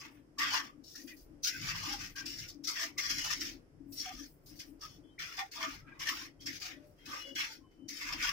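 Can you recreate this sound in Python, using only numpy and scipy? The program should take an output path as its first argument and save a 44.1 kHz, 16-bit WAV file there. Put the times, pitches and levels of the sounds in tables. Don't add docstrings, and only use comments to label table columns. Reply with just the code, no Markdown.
import sys
import numpy as np
from scipy import signal
from scipy.fft import rfft, irfft, next_fast_len
from scipy.io import wavfile
from scipy.ndimage import uniform_filter1d, map_coordinates

SR = 44100
rng = np.random.default_rng(int(sys.argv[2]) if len(sys.argv) > 2 else 0)


def invert_db(x):
    u = np.asarray(x, float) / 20
    return 10 ** u


def output_pcm(signal):
    pcm = np.clip(np.atleast_2d(signal).T, -1, 1) * 32767
    wavfile.write(sys.argv[1], SR, np.round(pcm).astype(np.int16))


N = 367231

# [t/s, hold/s, grit level/dB, flex of steel/dB, weight on
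# slab/dB]
LANDINGS = [(0.0, .02, -54, 1, -1), (0.385, .07, -38, 3, -1), (0.837, .03, -62, -39, -28),
            (.952, .07, -56, -14, -17), (1.071, .035, -60, -3, -20), (1.165, .055, -67.5, -24, -25),
            (1.433, .015, -37, -26, -40), (2.157, 0.044, -49, 0, -2), (2.256, 0.097, -46, -10, -27),
            (2.479, 0.017, -52, -22, -24), (2.638, .03, -46.5, -16, -40), (2.672, 0.017, -34, -17, -28),
            (2.979, 0.1, -39.5, -4.5, -13), (3.403, 0.095, -43.5, -5.5, -18.5),
            (3.922, 0.056, -54.5, -21, -24), (4.461, .045, -60.5, -16, -23), (4.59, 0.02, -49, -7, -19),
            (4.81, 0.046, -52.5, -9.5, -5), (5.19, .055, -48, 3, -4), (5.368, 0.047, -47, 0.5, -2),
            (5.515, 0.054, -49, -5.5, -30), (5.994, .065, -47, 0, -5), (6.404, .045, -61, -10, -12),
            (7.883, 0.14, -48, -5.5, -28),
            (6.458, .035, -47, -3, -18),
    (7.055, .035, -56, -11, -24),
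    (7.353, .1, -43, 1, -14),
    (4.795, .02, -72, -6, 4),
    (1.612, .04, -48, -6, -8),
    (4.556, .02, -62, -25, -25),
    (5.865, .11, -80, 17, 21),
    (6.6, .08, -49, -3, -12),
    (1.99, .075, -47, -3, -10),
]
# [t/s, hold/s, grit level/dB, flex/dB, weight/dB]
LEANS = [(.05, .015, -60, 3, 4.5), (.48, .03, -44, 1, -7), (.54, .035, -38, 0, 3), (.63, .02, -55, 2, 3),
         (0.88, .06, -55, -26, -28), (1.463, 0.017, -34.5, -8.5, -44), (1.54, .06, -48.5, -3.5, -30),
         (1.66, .06, -41, -3, -6), (1.76, .06, -46, 0, -1), (1.84, 0.13, -44, -4, -2),
         (2.386, 0.017, -42.5, -13.5, -23), (2.42, .03, -56, -2, -21), (2.78, .02, -43, 2, -3),
         (2.815, .02, -37, -5, -10), (2.7, .05, -47, -8, -7), (3.098, .13, -41, -5, -14),
         (3.26, .07, -41.5, -9, -9), (3.36, .04, -53.5, -9, -19), (3.998, 0.021, -41.5, -20.5, -42),
         (4.05, .04, -51, 3, -6), (4.13, .115, -54, -8, -22), (.12, .06, -82, 11, 5),
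         (4.89, 0.02, -62, -14, -22), (5.61, .04, -45, 3, 4), (5.69, .06, -50, 1, 0),
         (6.072, .05, -42, -2, -4), (6.15, .085, -47, -1, -6.5), (5.26, .09, -53, -2, -4),
              (6.53, .04, -48, -5.5, -30), (6.69, .03, -55, 5, -5), (6.76, .06, -76, 6, 0),
              (6.845, .09, -82, -12, -8), (7.0, .05, -71, 2, -22), (7.1, .07, -47, -1, 1),
              (7.2, .02, -53, -4, -14), (7.28, .02, -59, -6, -8), (7.41, .03, -46, 4, -12),
              (7.49, 0.046, -52, -7.5, -27), (8.02, .07, -46.5, 0.5, -9), (8.09, .045, -46, 2, -3),
              (8.165, 0.03, -52, 1, -2), (8.235, 0.06, -39, 2.5, -4), (8.21, .02, -44, 2, -12),
              (8.31, .03, -51, -1, -13), (2.765, .02, -44, 0, -12), (4.52, .02, -66, -4, -12),
              (3.31, .025, -41, -6, -18), (7.72, .08, -84, 0, 0), (4.93, .025, -64, -14, -22)]
# [t/s, peak level/dB]
CATCHES = [(0.385, -26.5), (0.5392, -39), (0.839, -43), (0.9524, -31), (1.075, -39), (1.441, -16),
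           (1.469, -17), (2.155, -53), (2.2566, -32), (2.485, -30), (2.6387, -27.5), (2.6723, -26),
           (2.9792, -18.5), (3.096, -19.5), (3.1802, -21), (3.239, -23.5), (3.3039, -28), (3.4055, -29.5),
           (4.595, -39.5), (5.388, -30), (5.5169, -46), (5.6264, -35), (5.9968, -45), (6.0684, -27),
           (6.086, -24.5), (6.4073, -44), (6.462, -27), (7.0546, -36), (7.3522, -39), (7.8855, -34),
           (2.18, -36), (6.615, -33), (6.652, -31), (8.122, -30), (1.925, -31), (4.826, -40)]
# [t/s, peak level/dB]
STONES = [(.542, -27), (1.447, -24), (1.699, -32), (1.925, -36), (2.837, -28), (2.997, -28), (3.313, -30),
          (3.999, -37), (4.044, -38), (4.092, -39), (4.603, -42), (4.834, -44), (5.221, -37), (5.392, -30),
          (5.628, -26), (6.071, -28), (6.089, -22), (6.171, -33), (6.472, -33), (6.619, -38), (6.665, -38),
          (8.134, -34), (8.226, -24), (8.272, -28), (8.292, -28)]
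# [t/s, f/Hz, rms level/dB, length/s]
SINGING_MODES = [(.42, 1160, -43, 0.046), (0.52, 1700, -46, 0.072), (.985, 1800, -60, .045),
                 (.955, 1400, -64, .015), (1.105, 2000, -56, 0.033), (1.108, 2470, -60, .04),
                 (5.87, 1300, -63.5, 0.054), (5.903, 1600, -59.5, 0.041), (3.26, 2950, -45, .08),
                 (2.81, 1810, -39, 0.041), (1.928, 790, -50, 0.062), (2.82, 670, -58.5, 0.05),
                 (2.19, 1600, -47, .04), (1.52, 1560, -49, .065), (3.02, 1160, -53.5, 0.057),
                 (4.093, 740, -48, 0.039), (4.845, 1257, -53, 0.027), (5.42, 807, -41, .04),
                 (5.636, 650, -57.5, 0.058), (6.083, 1800, -35, 0.018), (6.1, 1180, -44.5, 0.056),
                 (6.673, 746, -63, 0.069), (6.821, 597, -65.5, 0.12), (7.18, 554, -57.5, 0.0761),
                 (7.26, 550, -58, 0.0796), (2.997, 2080, -39, .025), (0.016, 1150, -59, 0.018),
                 (7.444, 886, -57.5, 0.084), (5.63, 1000, -52, 0.0402), (8.04, 2200, -53, 0.0507),
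                 (8.119, 990, -57, 0.075), (8.218, 2400, -41, .016), (8.115, 1160, -51, .03),
                 (7.12, 1200, -48, .03), (6.42, 3200, -60, .025), (5.21, 2200, -48, .03),
                 (5.3, 1350, -54, .035), (4.19, 1250, -64, .015), (7.64, 1050, -69, .03),
                 (1.72, 2650, -47, .02), (5.63, 1800, -45, .025), (.41, 1750, -46, .03),
                 (8.25, 1500, -42, .025), (2.695, 1300, -50, .03), (5.9, 2350, -64, .04)]
# [t/s, f/Hz, rms level/dB, length/s]
LIFTED_RINGS = [
    (4.91, 3070, -67, .07),
    (5.1, 3110, -72, .07),
    (4.93, 3400, -72, .05),
    (5.07, 3400, -77, .04),
    (5.13, 3750, -82, .04),
    (7.02, 3200, -66, .04),
    (7.265, 2910, -51, .085),
    (7.255, 3370, -55, .075),
    (7.72, 3030, -79, .1),
    (7.825, 3030, -70, .055),
]
# [t/s, hold/s, level/dB]
PEELS = [
    (.12, .03, -77),
    (1.03, .06, -66),
    (1.13, .1, -68),
    (2.1, .04, -73),
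    (3.93, .04, -56),
    (4.27, .07, -69),
    (4.465, .03, -66),
    (4.56, .02, -69),
    (4.67, .03, -70),
    (6.87, .03, -77),
]
# [f/Hz, density/dB per Hz]
GRIT_SPECTRUM = [(2060, -43), (3500, -12.5), (3830, -11), (4600, -3.5), (4810, -3.5), (5410, 0.5),
                 (8850, -21), (12600, -22.5), (15200, -15), (16200, -28.5), (16500, -53.5)]
# [f/Hz, width/Hz, level/dB]
TIP_MODES = [(2503, 350, -3), (2927, 280, -0.5), (3313, 760, -4)]
# [f/Hz, width/Hz, level/dB]
BLADE_MODES = [(1433, 340, -2.5), (1797, 290, 1), (2120, 390, 0)]
# [f/Hz, width/Hz, level/dB]
SLAB_MODES = [(840.4, 141, -7), (882, 90, -3.5), (1180, 107, 0.5)]
# [f/Hz, T60/s]
WALL_DECAY = [(500, 0.095), (3000, 0.085), (10000, 0.036)]
# [f/Hz, left over right/dB]
SIDEWAYS = [(600, 0), (1500, 1), (2800, 2), (5500, 4), (10000, 3), (14000, 0)]
# [f/Hz, density/dB per Hz]
AIR_SPECTRUM = [(300, 17.5), (420, 2.5), (630, -5.5), (1000, -13.5), (2000, -22), (3200, -29), (4000, -35),
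                (5200, -25), (6500, -33), (8500, -31.5), (12000, -33), (16000, -53)]
# [t/s, hold/s, level/dB]
PUFFS = [(0.064, .16, -59), (.39, 0.16, -57), (0.635, 0.033, -57), (0.787, 0.018, -56.5),
         (1.027, 0.11, -52.5), (1.317, .04, -56.5), (1.53, 0.15, -58), (1.883, 0.13, -52.5),
         (2.238, 0.11, -53.5), (2.558, .12, -55), (2.85, .14, -57.5), (3.14, 0.063, -53.5),
         (3.413, 0.16, -50.5), (3.81, .22, -55), (4.161, 0.067, -53.5), (4.517, .04, -61),
         (4.68, 0.068, -59), (5.008, 0.054, -60), (7.09, .02, -57), (5.637, 0.059, -51.5),
         (5.888, 0.045, -60.5), (6.122, 0.018, -53.5), (6.214, .06, -58), (6.48, 0.026, -51.5),
         (6.734, 0.042, -56.5), (7.33, .03, -52), (7.585, .03, -59.5), (7.82, .12, -53), (8.05, .02, -62),
         (8.162, 0.064, -53)]
# [f/Hz, width/Hz, level/dB]
PIPE_MODES = [(279.9, 19.6, 6.5), (329.8, 40, -0.5), (246, 40, -4.5), (620, 40, -30.5)]
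# [t/s, hold/s, deep level/dB, drone level/dB]
PASSES = [(1.22, .15, -65, -75), (1.6, .13, -62, -48), (1.8, .28, -62, -61), (2.2, .2, -66, -63),
          (3.08, .44, -61, -64), (3.76, .06, -63, -65), (4.06, .2, -65, -75), (4.46, .6, -69, -78),
          (5.72, .04, -63, -58), (6.0, .55, -74, -76), (8.1, .2, -59, -64)]
# [f/Hz, density/dB per Hz]
DEEP_SPECTRUM = [(12, -19), (20, -4.5), (38, 5.5), (65, -8), (75, -4), (98, -29.5), (160, -120)]
# [f/Hz, density/dB per Hz]
DRONE_SPECTRUM = [(38, -37.5), (65, -11), (103, -2), (129, -4), (162, -3), (199, -16), (215, -12),
                  (280, -29.5), (470, -120)]
# [f/Hz, share of local power under which a band is silent]
THINNING = [(700, 0), (1400, .08), (2500, .12), (3300, .13), (3900, .3), (5500, .18), (7000, .45),
            (9000, .8), (12000, .72), (15870, .72), (15920, 99)]


def unit(x):
    return x / np.sqrt(np.mean(x ** 2) + 1e-20)


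def along(points, hz):
    f, value = np.transpose(points)
    return np.interp(np.log(hz + 1), np.log(f + 1), value)


def wobble(rate):
    knots = rng.standard_normal(int(N * rate / SR) + 4)
    return map_coordinates(knots, [np.arange(N) * rate / SR])


def filtered(x, response):
    m = next_fast_len(N + SR // 2)
    return irfft(rfft(x, m) * response(np.fft.rfftfreq(m, 1 / SR)), m)[..., :N]


def below(hz, order):
    return lambda f: 1 / (1 + (f / hz) ** order)


def above(hz, order):
    return lambda f: 1 / (1 + (hz / (f + 1)) ** order)


def modes(table):
    def response(f):
        total = 0
        for k, (centre, width, db) in enumerate(table):
            resonator = 1j * f * width / (centre * centre - f * f + 1j * f * width)
            total = total + (-1) ** k * invert_db(db) * resonator
        return total
    return response


def pair(alike):
    a, b = rng.standard_normal((2, N))
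    turn = np.arccos(np.clip(alike, -1, 1)) / 2
    return np.array([np.cos(turn) * a + np.sin(turn) * b, np.cos(turn) * a - np.sin(turn) * b])


def swells(start, hold, db, rise, sag, fall, opens=None, settle=1):
    grid = np.arange(0, N / SR + .01, 1 / 1000)
    t = grid - np.c_[start]
    held_db = np.minimum(np.c_[rise] * t, -sag * t)
    fallen_db = fall * np.maximum(t - np.c_[hold], 0)
    power = invert_db(2 * (np.c_[db] + held_db - fallen_db))
    if opens is not None:
        power = power * np.clip((grid - np.c_[opens]) / settle, 0, 1) ** 2
    return np.interp(np.arange(N) / SR, grid, np.sqrt(np.sum(power, axis=0)))


def effort():
    landings = LANDINGS
    landed = np.sort([row[0] for row in landings])
    s, hold, grit_db, flex_db, weight_db = np.transpose(landings + LEANS)
    latest = np.maximum(np.searchsorted(landed, s, side="right") - 1, 0)
    opens = landed[latest] - .003
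    tip_db = 0.79 * flex_db - 1.5
    parts = [(0 * s, 323, .007), (tip_db, 290, .012), (flex_db, 275, .018), (weight_db, 261, .028)]
    return [swells(s, hold, grit_db + over_db, rise=450 + 0 * s, sag=22, fall=fall, opens=opens, settle=settle)
            for over_db, fall, settle in parts]


def sand(rate, spread_db, paste, alike):
    struck = rng.random(N) < rate / SR
    sizes = struck * invert_db(spread_db * rng.exponential(size=N))
    return (unit(sizes) + paste) * pair(alike)


def patchy(x, depth_db):
    z = signal.stft(x, nperseg=512)[2]
    field = uniform_filter1d(rng.standard_normal(z.shape[-2:]), size=3, axis=0)
    field = uniform_filter1d(field, size=9, axis=1)
    return signal.istft(z * invert_db(depth_db * unit(field)), nperseg=512)[1][..., :N]


def grit_noise(paste, alike, depth_db, edge):
    jolts = patchy(sand(6000, 1.4, paste, alike), depth_db)
    return unit(filtered(jolts, lambda f: invert_db(along(GRIT_SPECTRUM, f)) * edge(f)))


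def resonant_part(table, grains, depth_db, lo_hz, hi_hz):
    response = modes(table)
    jolts = patchy(grains, depth_db)
    return unit(filtered(jolts, lambda f: response(f) * above(lo_hz, 12)(f) * below(hi_hz, 8)(f)))


def impacts(table, db, t60, onset):
    t = np.arange(SR // 10) / SR
    shape = invert_db(db - 60 * t / t60) * (1 - np.exp(-t / onset))
    out = np.zeros(N + SR)
    for s, peak_db in table:
        i = round(s * SR)
        out[i:i + len(t)] += invert_db(peak_db) * shape
    return out[:N]


def singing(table, uneven_db, wander):
    out, uneven, drift = np.zeros(N + SR), invert_db(uneven_db * wobble(70)), wobble(140)
    for s, hz, db, length in table:
        t = np.arange(round(2 * length * SR)) / SR
        i = max(round((s - length) * SR), 0)
        at = slice(i, i + len(t))
        tone = np.sin(2 * np.pi * hz * t + wander * hz / 900 * drift[at])
        envelope = np.sin(np.pi * t / (2 * length)) ** .5
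        out[at] += invert_db(db) * envelope * unit(uneven[at]) * tone
    return out[:N]


def walls(x, wet_db):
    out, step = np.pad(x, ((0, 0), (0, SR))), SR // 4
    for at in range(0, N, step):
        hz, t, z = signal.stft(rng.standard_normal((2, SR // 6)), SR, nperseg=256)
        decay = invert_db(-60 * t / along(WALL_DECAY, hz)[:, None])
        tail = signal.istft(z * decay, SR, nperseg=256)[1]
        echo = signal.fftconvolve(x[:, at:at + step], tail / np.linalg.norm(tail[0]), axes=1)
        out[:, at:at + echo.shape[1]] += invert_db(wet_db) * echo
    return out[:, :N]


def trowel():
    grit, tip_gain, blade_gain, slab_gain = effort()
    judder_db = 1.23 * wobble(35) + 1.14 * wobble(110)
    hiss = grit_noise(paste=0.7, alike=0.07, depth_db=2.5, edge=below(8300, 12))
    fizz = grit_noise(paste=0.9, alike=0.05, depth_db=3, edge=above(8300, 12))
    tip = resonant_part(TIP_MODES, sand(4000, 1.8, paste=0.53, alike=0.05), 3.7, 2190, 3900)
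    blade = resonant_part(BLADE_MODES, sand(4000, 1.8, paste=.6, alike=-0.1), 3.7, 1373, 2800)
    slab = resonant_part(SLAB_MODES, sand(2500, 1.7, paste=0.5, alike=-0.1), 5.5, 470, 2100)
    steel = invert_db(-1.66) * tip_gain * tip + invert_db(-1.44) * blade_gain * blade
    drag = grit * hiss + steel + invert_db(-3.0) * slab_gain * slab

    level = grit * invert_db(judder_db - 0.7)
    level += impacts(CATCHES, db=-14, t60=0.078, onset=0.005)
    level += impacts(STONES, db=-10, t60=0.012, onset=0.0003)
    body = level / (grit + 1e-7) * drag
    peel = swells(*np.transpose(PEELS), rise=500, sag=30, fall=200)
    paste = invert_db(-17) * level ** .87 + peel
    tones = invert_db(2) * singing(SINGING_MODES, uneven_db=4.5, wander=.8)
    tones += singing(LIFTED_RINGS, uneven_db=2.2, wander=.15)
    return walls(body + paste * fizz + tones * [[.95], [.75]], wet_db=-4)


def room_air():
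    low = below(900, 4)
    colour = lambda f: invert_db(along(AIR_SPECTRUM, f)) * above(380, 6)(f)
    bass = filtered(pair(0.51), lambda f: colour(f) * low(f))
    treble = filtered(pair(-0.15), lambda f: 1.35 * colour(f) * (1 - low(f)))
    return invert_db(-67.5 + 1.3 * wobble(4)) * unit(bass + treble)


def pipe():
    response = modes(PIPE_MODES)
    column = lambda f: response(f) * above(190, 4)(f) * below(700, 4)(f)
    hoot = unit(filtered(rng.standard_normal(N), column))
    puffs = swells(*np.transpose(PUFFS), rise=298.5, sag=35.5, fall=200) + invert_db(-74)
    return puffs * hoot * invert_db([[4.5], [-8.5]])


def traffic():
    s, hold, deep_db, drone_db = np.transpose(PASSES)
    deep_gain = swells(s, hold, deep_db, rise=400, sag=6, fall=120) + invert_db(-71)
    drone_gain = swells(s, hold, drone_db, rise=400, sag=6, fall=120) + invert_db(-69)
    deep = unit(filtered(pair(0.98), lambda f: invert_db(along(DEEP_SPECTRUM, f))))
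    drone = unit(filtered(pair(0.87), lambda f: invert_db(along(DRONE_SPECTRUM, f))))
    deep = deep_gain * deep * invert_db([[1.2], [-1.2]])
    return deep + drone_gain * invert_db(2.5 * wobble(12)) * drone * invert_db([[2.5], [-3.5]])


def scene():
    near = filtered(trowel(), lambda f: invert_db(along(SIDEWAYS, f) * [[.5], [-.5]]))
    return near + room_air() + pipe() + traffic()


def thinned(x):
    hz, _, z = signal.stft(x, SR, nperseg=2048)
    power = np.mean(np.abs(z) ** 2, axis=0, keepdims=True)
    narrow = uniform_filter1d(power, size=7, axis=1)
    broad = 1.25 * uniform_filter1d(np.sqrt(power), size=50, axis=1) ** 2
    audible = narrow > along(THINNING, hz)[:, None] * broad
    return signal.istft(z * audible, SR, nperseg=2048)[1][:, :N]


def top_cut(x):
    return signal.sosfilt(signal.butter(12, 16940, fs=SR, output="sos"), x)


def record(dry):
    mix = thinned(dry)
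    return top_cut(mix)


dry = scene()
out = record(dry)
output_pcm(out)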